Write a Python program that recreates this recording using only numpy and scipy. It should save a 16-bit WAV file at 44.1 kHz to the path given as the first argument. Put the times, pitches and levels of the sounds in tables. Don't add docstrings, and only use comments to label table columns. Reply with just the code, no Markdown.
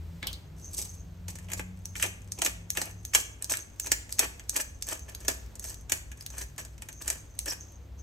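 import sys
import numpy as np
from scipy import signal
from scipy.fft import rfft, irfft, next_fast_len
from scipy.io import wavfile
from scipy.ndimage import uniform_filter1d

SR = 44100
rng = np.random.default_rng(int(sys.argv[2]) if len(sys.argv) > 2 else 0)


def materialize(psi):
    bounded = np.clip(np.atleast_2d(psi).T, -1, 1)
    quanta = np.round(bounded * 32767).astype(np.int16)
    wavfile.write(sys.argv[1], SR, quanta)


def undo_db(level):
    steps = np.asarray(level, float) / 20
    return 10 ** steps


N = 353682

# centre in Hz, width in Hz, level in dB.
SNAP_MODES = [(4780, 2200, -7.5), (6230, 630, 3), (8000, 850, 1.5), (10500, 620, 5), (13180, 3000, -10.5)]
SHELL_MODES = [(1250, 260, -8), (1745, 190, 0), (2330, 380, -3), (3200, 700, -7)]
BODY_MODES = [(256.4, 41, 1), (347, 250, -1.3), (660, 102, 0.67), (877, 118, -2.4)]
GLASS_MODES = [(6250, 300, 0), (7900, 1200, -20), (12500, 3000, -21)]
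# start in seconds, snap in dB, shell and thud in dB over the snap.
BREAKS = [(1.2826, -35.5, -8, -7), (1.5341, -28, -12.5, -9), (1.595, -36, 3, -2), (2.0185, -51, 16, -39),
          (2.0261, -19, -2.5, -38), (2.04, -34, 3, -26), (2.419, -21, -3.5, -8.5),
          (2.4485, -21.5, -16, -15), (2.4627, -23, -6, -13), (2.7724, -25, -2.5, -6.5),
          (2.8156, -24, -11, -10), (3.136, -32, 2, -11), (3.1487, -8.5, -7.5, -22),
          (3.5379, -29.5, -2, -25), (3.8617, -34, -15, -9), (3.9179, -13, -9.5, -21),
          (4.1862, -34, -8, -29), (4.1926, -11, -12.5, -17), (4.211, -39.5, 6.5, -20),
          (4.5592, -38.5, 6.5, -6), (4.5635, -23, -9, -17), (4.6005, -32.5, -4, -32),
          (5.2819, -16.5, -10, -11), (5.8966, -30, -5.5, -13), (5.92, -17, -7.5, -17),
          (6.416, -37, -3.5, -26), (6.5805, -32.5, -8, -9), (7.0786, -23.5, -11, -18),
          (7.1017, -23, -11.5, -17), (7.4804, -34.5, -2.5, -4)]
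# start in seconds, snap in dB, shell in dB over the snap.
CHIPS = [(1.355, -38.5, -10.5), (1.386, -42.5, -8), (1.486, -54, 7), (1.5013, -45, 2.5),
         (1.5177, -35.5, -4), (1.955, -41.5, 5.5), (1.9982, -37.5, 1), (2.3877, -34, -25), (2.496, -39, -6),
         (2.7513, -41, -2), (3.8448, -42, -8), (3.87, -33, -10), (4.093, -45, -4), (4.3959, -44, 0),
         (4.8672, -56, -10), (5.0933, -50, -2), (5.2487, -40, -6), (5.642, -35.5, -11),
         (6.1161, -42.5, -1.5), (6.224, -45, -15), (6.3025, -41, -14), (6.598, -46, -14),
         (6.65, -40.5, -10.5), (6.8216, -38.5, -5), (6.8874, -37, -5), (7.006, -55, 2), (5.204, -42, -17),
         (5.555, -44, -15), (5.811, -54, -21), (6.78, -50, -4)]
# start in seconds, snap in dB, pitch in Hz.
GRIP_CLICKS = [(1.8556, -32, 6100), (2.32, -29.5, 7760), (2.7035, -23, 6700), (2.911, -44.5, 6150),
               (3.0512, -31, 6340), (3.424, -29, 8600), (3.4443, -32, 6400), (3.4979, -29.5, 6800),
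               (3.553, -34, 6900), (3.5713, -29, 8000), (3.7987, -24, 6300), (4.1253, -27.5, 6430),
               (4.4953, -25, 6700), (4.8241, -27, 6350), (4.888, -26, 7500), (4.9938, -44, 6150),
               (5.1493, -33, 6700), (5.5959, -32, 6330), (5.7438, -41, 6200), (6.2093, -39, 5300),
               (6.2634, -29.5, 7000), (6.9283, -41, 6000), (7.022, -36, 7660), (7.3904, -25.5, 8900),
               (7.4584, -33.5, 8600), (1.723, -70, 7000), (1.766, -68, 7000), (2.219, -52, 6860),
               (5.462, -50, 6800), (7.722, -56, 6800)]
# start in seconds, length in seconds, grit in dB, scrape in dB.
STROKES = [(1.281, 0.019, -47, -51.5), (1.36, 0.084, -62.5, -58), (1.485, .064, -53.5, -50.5),
           (1.569, 0.018, -46.5, -46), (1.96, 0.077, -39, -49), (2.022, 0.03, -36.5, -40.5),
           (2.378, 0.038, -67, -48), (2.42, 0.043, -34, -42), (2.759, 0.092, -44, -44),
           (3.138, 0.048, -31.5, -41.5), (3.408, 0.034, -58.5, -52), (3.496, 0.037, -33.5, -40),
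           (3.533, .039, -40, -47), (3.855, 0.057, -47.5, -47), (4.102, 0.037, -54, -70),
           (4.184, 0.065, -41, -40), (4.529, .04, -46, -49), (4.563, 0.031, -34, -40.5),
           (4.868, 0.061, -39.5, -42.5), (5.081, 0.017, -48, -51.5), (5.198, 0.07, -58.5, -62),
           (5.295, 0.035, -40.5, -41.5), (5.624, 0.085, -43.5, -51.5), (5.918, 0.044, -41, -48),
           (6.172, 0.049, -60, -61.5), (6.322, 0.066, -52.5, -53), (6.379, 0.036, -42.5, -49.5),
           (6.585, 0.009, -44, -47.5), (7.011, 0.14, -46, -50.5), (7.459, 0.05, -39.5, -46)]
# time in seconds, rattle in dB.
SHAKE = [
    (.56, -69),
    (.6, -60.5),
    (.7, -62.5),
    (.73, -48.5),
    (.78, -40),
    (.85, -46),
    (.9, -61),
    (.96, -62),
    (1.02, -85),
]
# time in seconds, level in dB.
NECK_LEVEL = [(1.9, -11), (3.0, -2), (6.2, 1), (7.5, 1)]
# time in seconds, pitch in Hz, level in dB.
SQUEAL = [
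    (7.478, 5600, -50),
    (7.49, 5050, -39),
    (7.498, 5100, -36),
    (7.51, 5580, -29.5),
    (7.52, 5500, -49),
]
# start in seconds, level in dB.
TILTS = [(.28, -58), (.6, -49.5), (.74, -59), (.86, -45.5), (.96, -57), (3.02, -57), (3.76, -55.5),
         (4.1, -55), (5.74, -51.5), (6.18, -48), (6.9, -48), (7.16, -48.5), (7.58, -47), (7.97, -51)]
HELD_SPAN = (1.28, 7.66)
# level in dB, pitch in Hz, treble in dB, T60 in ms.
CAP_KNOCKS = [
    (-32.5, 1860, -3.5, 48),
    (-41.5, 200, -30, 320),
    (-38.5, 3380, -24, 130),
    (-33, 3230, 13.5, 120),
    (-36.5, 4150, 4.5, 76),
]
CAP_STARTS = [.229, .2291, .2275, .2705, .3303]
# frequency in Hz, T60 in seconds.
ROOM_T60 = [(300, 0.67), (2000, 0.48), (8000, 0.37), (16000, 0.3)]
# frequency in Hz, side over mid in dB.
WIDTH = [(60, -18), (200, -10), (600, -5), (1300, -6), (2600, -2), (6000, -10), (10000, -30), (16000, -16)]
# time in seconds, shaft in Hz, 4th, 7th and 8th orders in dB.
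LOW_GEAR = [(0.0, 20.52, -43.5, -60, -46.5), (0.48, 21.18, -49.5, -60, -59),
            (1.78, 23.08, -47, -58.5, -49.5), (2.7, 24.26, -57.5, -57, -70.5),
            (3.06, 24.53, -45, -54.5, -71)]
# time in seconds, shaft in Hz, 3rd and 7th orders in dB.
HIGH_GEAR = [(5.2, 20.8, -47, -68), (5.6, 21, -51, -69), (6.5, 20, -47.5, -55.5), (7.2, 21.2, -58.5, -68.5),
             (8.02, 22.3, -43.5, -66.5)]
# frequency in Hz, level in dB.
MAINS = [(100.0, -54.5)]
# time in seconds, level in dB.
RUMBLE = [(0.0, -43.5), (3.69, -46), (5.96, -42.5), (6.17, -45.5), (7.82, -46.5), (8.02, -51)]
# frequency in Hz, density in dB per Hz.
AIR = [(25, -18), (45, -3.5), (60, 7), (100, -10), (250, -18.5), (1300, -33.5), (6200, -40), (16000, -43)]
# frequency in Hz, right channel lead in radians.
PORT_LEAD = [(7400, 0.0), (8800, 1.3), (9850, 3.1), (10750, 3.18), (12400, 6.2), (13500, 6.36),
             (15300, 9.36), (16500, 9.5)]
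# frequency in Hz, gain in dB.
MIC_TOP = [(14500, 0.5), (15500, 11), (16300, -8), (17000, -46)]

TIME = np.arange(N) / SR
SIZE = next_fast_len(N + SR)
HZ = np.fft.rfftfreq(SIZE, 1 / SR)
BIN_SIZE = 2 * len(HZ) - 2
EVENT = SR // 5


def curve(table):
    s, *columns = np.transpose(table)
    return [np.interp(TIME, s, c) for c in columns]


def across(table):
    hz, value = np.transpose(table)
    return np.interp(np.log(HZ + 1), np.log(hz), value)


def apply(x, response):
    return irfft(rfft(x, BIN_SIZE) * response, BIN_SIZE)[..., :N]


def ring(x, modes):
    response = 0
    for k, (hz, width, db) in enumerate(modes):
        damping = 1j * HZ * width
        response = response + (-1) ** k * undo_db(db) * damping / (hz ** 2 - HZ ** 2 + damping)
    return apply(x, response / np.sqrt(np.mean(abs(response) ** 2)))


def peak(x, hz, width):
    return signal.lfilter(*signal.iirpeak(hz, hz / width, SR), x) * np.sqrt(SR / (np.pi * width))


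def walk(rate):
    k = int(SR / rate)
    steps = np.repeat(rng.standard_normal(N // k + 1), k)
    return 2.25 * uniform_filter1d(uniform_filter1d(steps, k), k)[:N]


def grains(rate, scatter_db, smear_s):
    sizes = undo_db(scatter_db * np.minimum(rng.exponential(size=N), 2.5))
    ticks = (rng.random(N) < rate / SR) * sizes
    smeared = signal.lfilter([1], [1, -np.exp(-1 / (smear_s * SR))], ticks) * rng.standard_normal(N)
    return smeared / np.sqrt(np.mean(smeared ** 2))


def burst(t60_ms, snap=3.23, snap_s=0.00012):
    t = np.arange(EVENT) / SR
    crumbling = np.exp(-np.log(1000) * t / (0.0011 * max(t60_ms, 5)))
    return (crumbling + snap * np.exp(-t / snap_s)) * np.minimum(t / 0.000071, 1)


def crack_events():
    # s, snap dB, shell dB, thud dB, T60 ms, pitch Hz, height of the snap over the crumbling
    events = [(s, db, -22, -30.5, 19.7, hz, 7.4) for s, db, hz in GRIP_CLICKS]
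    events += [(*row, 42.5, 6900, 4.8) for row in BREAKS]
    events += [(*row, -12, 51, 6900, 4.8) for row in CHIPS]
    return events


def cracks():
    pitch_spread = 0.043
    shard_hz, shard_octaves, shard_db = 2212, 0.36, -9
    drive, noise = np.zeros((4, N + SR)), rng.standard_normal((4, N + SR))
    for s, snap_db, shell_db, thud_db, t60_ms, hz, edge in crack_events():
        now = slice(int(s * SR), int(s * SR) + EVENT)
        for k, (db, stretch) in enumerate(zip((0, shell_db, thud_db), (0.8, 0.9, 1.2))):
            drive[k, now] += undo_db(snap_db + db) * burst(stretch * t60_ms, edge) * noise[k, now]
        pitch_luck, shard_luck = np.tanh(rng.standard_normal(2))
        hz = hz * (1 + pitch_spread * pitch_luck)
        low_hz = shard_hz * 2 ** (shard_octaves * shard_luck)
        chirp = peak(burst(0.3 * t60_ms) * noise[3, now], hz, 0.029 * hz)
        shard = peak(burst(0.68 * t60_ms) * noise[2, now], low_hz, 0.11 * low_hz)
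        drive[3, now] += undo_db(snap_db - 3.0) * chirp + undo_db(snap_db + shell_db + shard_db) * shard
    snap, shell, thud, pitched = drive[:, :N]
    cracked = undo_db(0.5) * ring(snap, SNAP_MODES) + undo_db(-1.9) * ring(shell, SHELL_MODES)
    return cracked + undo_db(-1.6) * ring(thud, BODY_MODES) + pitched + grip_impulses()


def grip_impulses():
    click, hz = np.zeros(N), 5500
    for s, db, _ in GRIP_CLICKS:
        click[int(s * SR)] = undo_db(db + 10.5)
    return peak(peak(click, hz, 8930), hz, 8660)


def burrs():
    tumbling = abs(TIME - 0.79) < 0.23
    force = undo_db(curve(SHAKE)[0] + np.array([[0], [-13.5]])) * tumbling
    for start, length, grit_db, scrape_db in STROKES:
        end = start + length
        now = slice(int(start * SR), int(end * SR) + SR // 10)
        easing = np.exp(-np.maximum(TIME[now] - end, 0) / 0.021)
        force[:, now] = np.maximum(force[:, now], undo_db([[grit_db], [scrape_db]]) * easing)
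    grit, scrape = uniform_filter1d(force, SR // 300) * undo_db(2.0 * walk(80))
    grit = grit * grains(900, 1.5, 0.0016)
    scrape = scrape * grains(500, 1.2, 0.0036)
    crushed = undo_db(2.5) * ring(grit, SNAP_MODES)
    scraped = undo_db(-5) * ring(scrape, SHELL_MODES) + undo_db(-4.5) * ring(scrape, BODY_MODES)
    neck = undo_db(curve(NECK_LEVEL)[0]) * peak(scrape, 1740, 220)
    return crushed + scraped + neck


def squeal():
    hz, db = curve(SQUEAL)
    slipping = (TIME > SQUEAL[0][0]) & (TIME < SQUEAL[-1][0])
    phase = 2 * np.pi * np.cumsum(hz * (1 + 0.03 * walk(900))) / SR
    return slipping * undo_db(db + 5 * walk(500)) * np.sin(phase)


def held():
    return uniform_filter1d(1.0 * ((TIME > HELD_SPAN[0]) & (TIME < HELD_SPAN[1])), SR // 20)


def sliding():
    grip_db, stroke_db, follow = -49.5, -50, 1
    rise_s, fall_s = 0.03, 0.087
    jolts = TILTS + [(s, grip_db + follow * (db + 32)) for s, db, _ in GRIP_CLICKS]
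    jolts += [(s + length, stroke_db + follow * (grit_db + 35)) for s, length, grit_db, _ in STROKES]
    out = undo_db(-74) * held()
    for s, db in jolts:
        t = TIME[int(s * SR):int(s * SR) + SR // 2] - s
        now = slice(int(s * SR), int(s * SR) + len(t))
        slide = undo_db(db) * np.clip(t / rise_s, 0, 1) * np.exp(-t / fall_s)
        out[now] = np.maximum(out[now], slide)
    return out


def loose_corns():
    corns = grains(1500, 3.0, 0.001) * sliding() * undo_db(2.5 * walk(40))
    jar = [(6330, 460, 0)]  # Hz, width Hz, dB
    glass = undo_db(-0.5) * ring(ring(corns, jar), jar) / 6
    crumbs = undo_db(-68.5) * held() * ring(grains(60, 6.9, 0.00204), SNAP_MODES + SHELL_MODES)
    return glass + undo_db(-10) * ring(corns, GLASS_MODES) + crumbs


def cap():
    out, noise = np.zeros(N), rng.standard_normal((2, N))
    width = 850
    for s, (db, hz, treble_db, t60_ms) in zip(CAP_STARTS, CAP_KNOCKS):
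        now = slice(int(s * SR), int(s * SR) + EVENT)
        edge = undo_db(treble_db) * peak(burst(0.13 * t60_ms) * noise[1, now], 9400, 4600)
        knock = burst(t60_ms) * noise[0, now]
        hollow = signal.lfilter(*signal.iirpeak(hz, hz / width / 2, SR), knock)
        out[now] += undo_db(db) * (peak(hollow, hz, width) + edge)
    return out


def kitchen(x, early_db=-8, early_s=0.011, tail_db=-12):
    t = np.arange(SR // 2) / SR
    early = rng.standard_normal((2, len(t))) * np.exp(-t / early_s) * np.sqrt(2 / (early_s * SR))
    response = rfft(early, BIN_SIZE) * undo_db([[early_db], [early_db + 13.0]])
    response[0] += 1
    for hz, t60 in ROOM_T60:
        share = across([(f, float(f == hz)) for f, _ in ROOM_T60])
        decay = np.exp(-np.log(1000) * t / t60) * np.minimum(t / 0.024, 1)
        tail = rng.standard_normal((2, len(t))) * decay / np.sqrt(np.sum(decay ** 2))
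        response += share * rfft(tail, BIN_SIZE) * undo_db([[tail_db], [tail_db + 7.5]])
    power = uniform_filter1d(abs(response[0]) ** 2, size=1500)
    lean = uniform_filter1d((response[1] * response[0].conj()).real, size=1500) / power
    response[1] -= response[0] * lean
    response /= np.sqrt(power)
    side_level = np.sqrt(uniform_filter1d(abs(response[1]) ** 2, size=3000))
    response[1] *= undo_db(across(WIDTH) + 3) / side_level
    return apply(x, response)


def engine(table, orders):
    hz, *levels = curve(table)
    turns = 2 * np.pi * np.cumsum(hz * (1 + 0.006 * walk(12))) / SR
    in_gear = 1.0 * ((TIME >= table[0][0]) & (TIME <= table[-1][0]))
    tone = 0
    for k, db in zip(orders, levels):
        tone = tone + np.sqrt(2) * undo_db(db + 2.25 * walk(16)) * np.sin(k * turns)
    return uniform_filter1d(in_gear, SR // 10, mode="nearest") * tone


def mains_hum():
    return sum(np.sqrt(2) * undo_db(db + 0.5 * walk(1.2)) * np.sin(2 * np.pi * hz * TIME) for hz, db in MAINS)


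def room_air():
    colour = undo_db(across(AIR)) * np.array([np.ones(len(HZ)), undo_db(across(WIDTH))])
    air = apply(rng.standard_normal((2, N)), colour / np.sqrt(np.mean(colour[0] ** 2)))
    low = apply(air, 1 / (1 + (HZ / 130) ** 4))
    top = apply(air, 1 - 1 / (1 + (HZ / 2500) ** 2))
    air = air + top * (undo_db(1.2 * walk(5.2) - 4) - 1)
    return low * undo_db(curve(RUMBLE)[0] - 2.5) + (air - low) * undo_db(-47.0 + 1.0 * walk(1.8))


def background():
    hum = mains_hum() + engine(LOW_GEAR, orders=(4, 7, 8)) + engine(HIGH_GEAR, orders=(3, 7))
    return room_air() + hum * np.array([[1], [undo_db(-21.0)]])


def scene():
    mill = cracks() + burrs() + squeal() + loose_corns() + cap()
    mid, side = kitchen(mill) + background()
    return np.array([mid + side, mid - side])


def top_cut(x):
    return signal.sosfilt(signal.butter(12, 16500, fs=SR, output="sos"), x)


def record(dry):
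    turn = np.exp(0.5j * across(PORT_LEAD) * np.array([[-1], [1]]))
    rounded = np.tanh(1.58 * dry) / 1.86
    mix = apply(rounded, turn * undo_db(across(MIC_TOP)))
    return top_cut(mix)


dry = scene()
out = record(dry)
materialize(out)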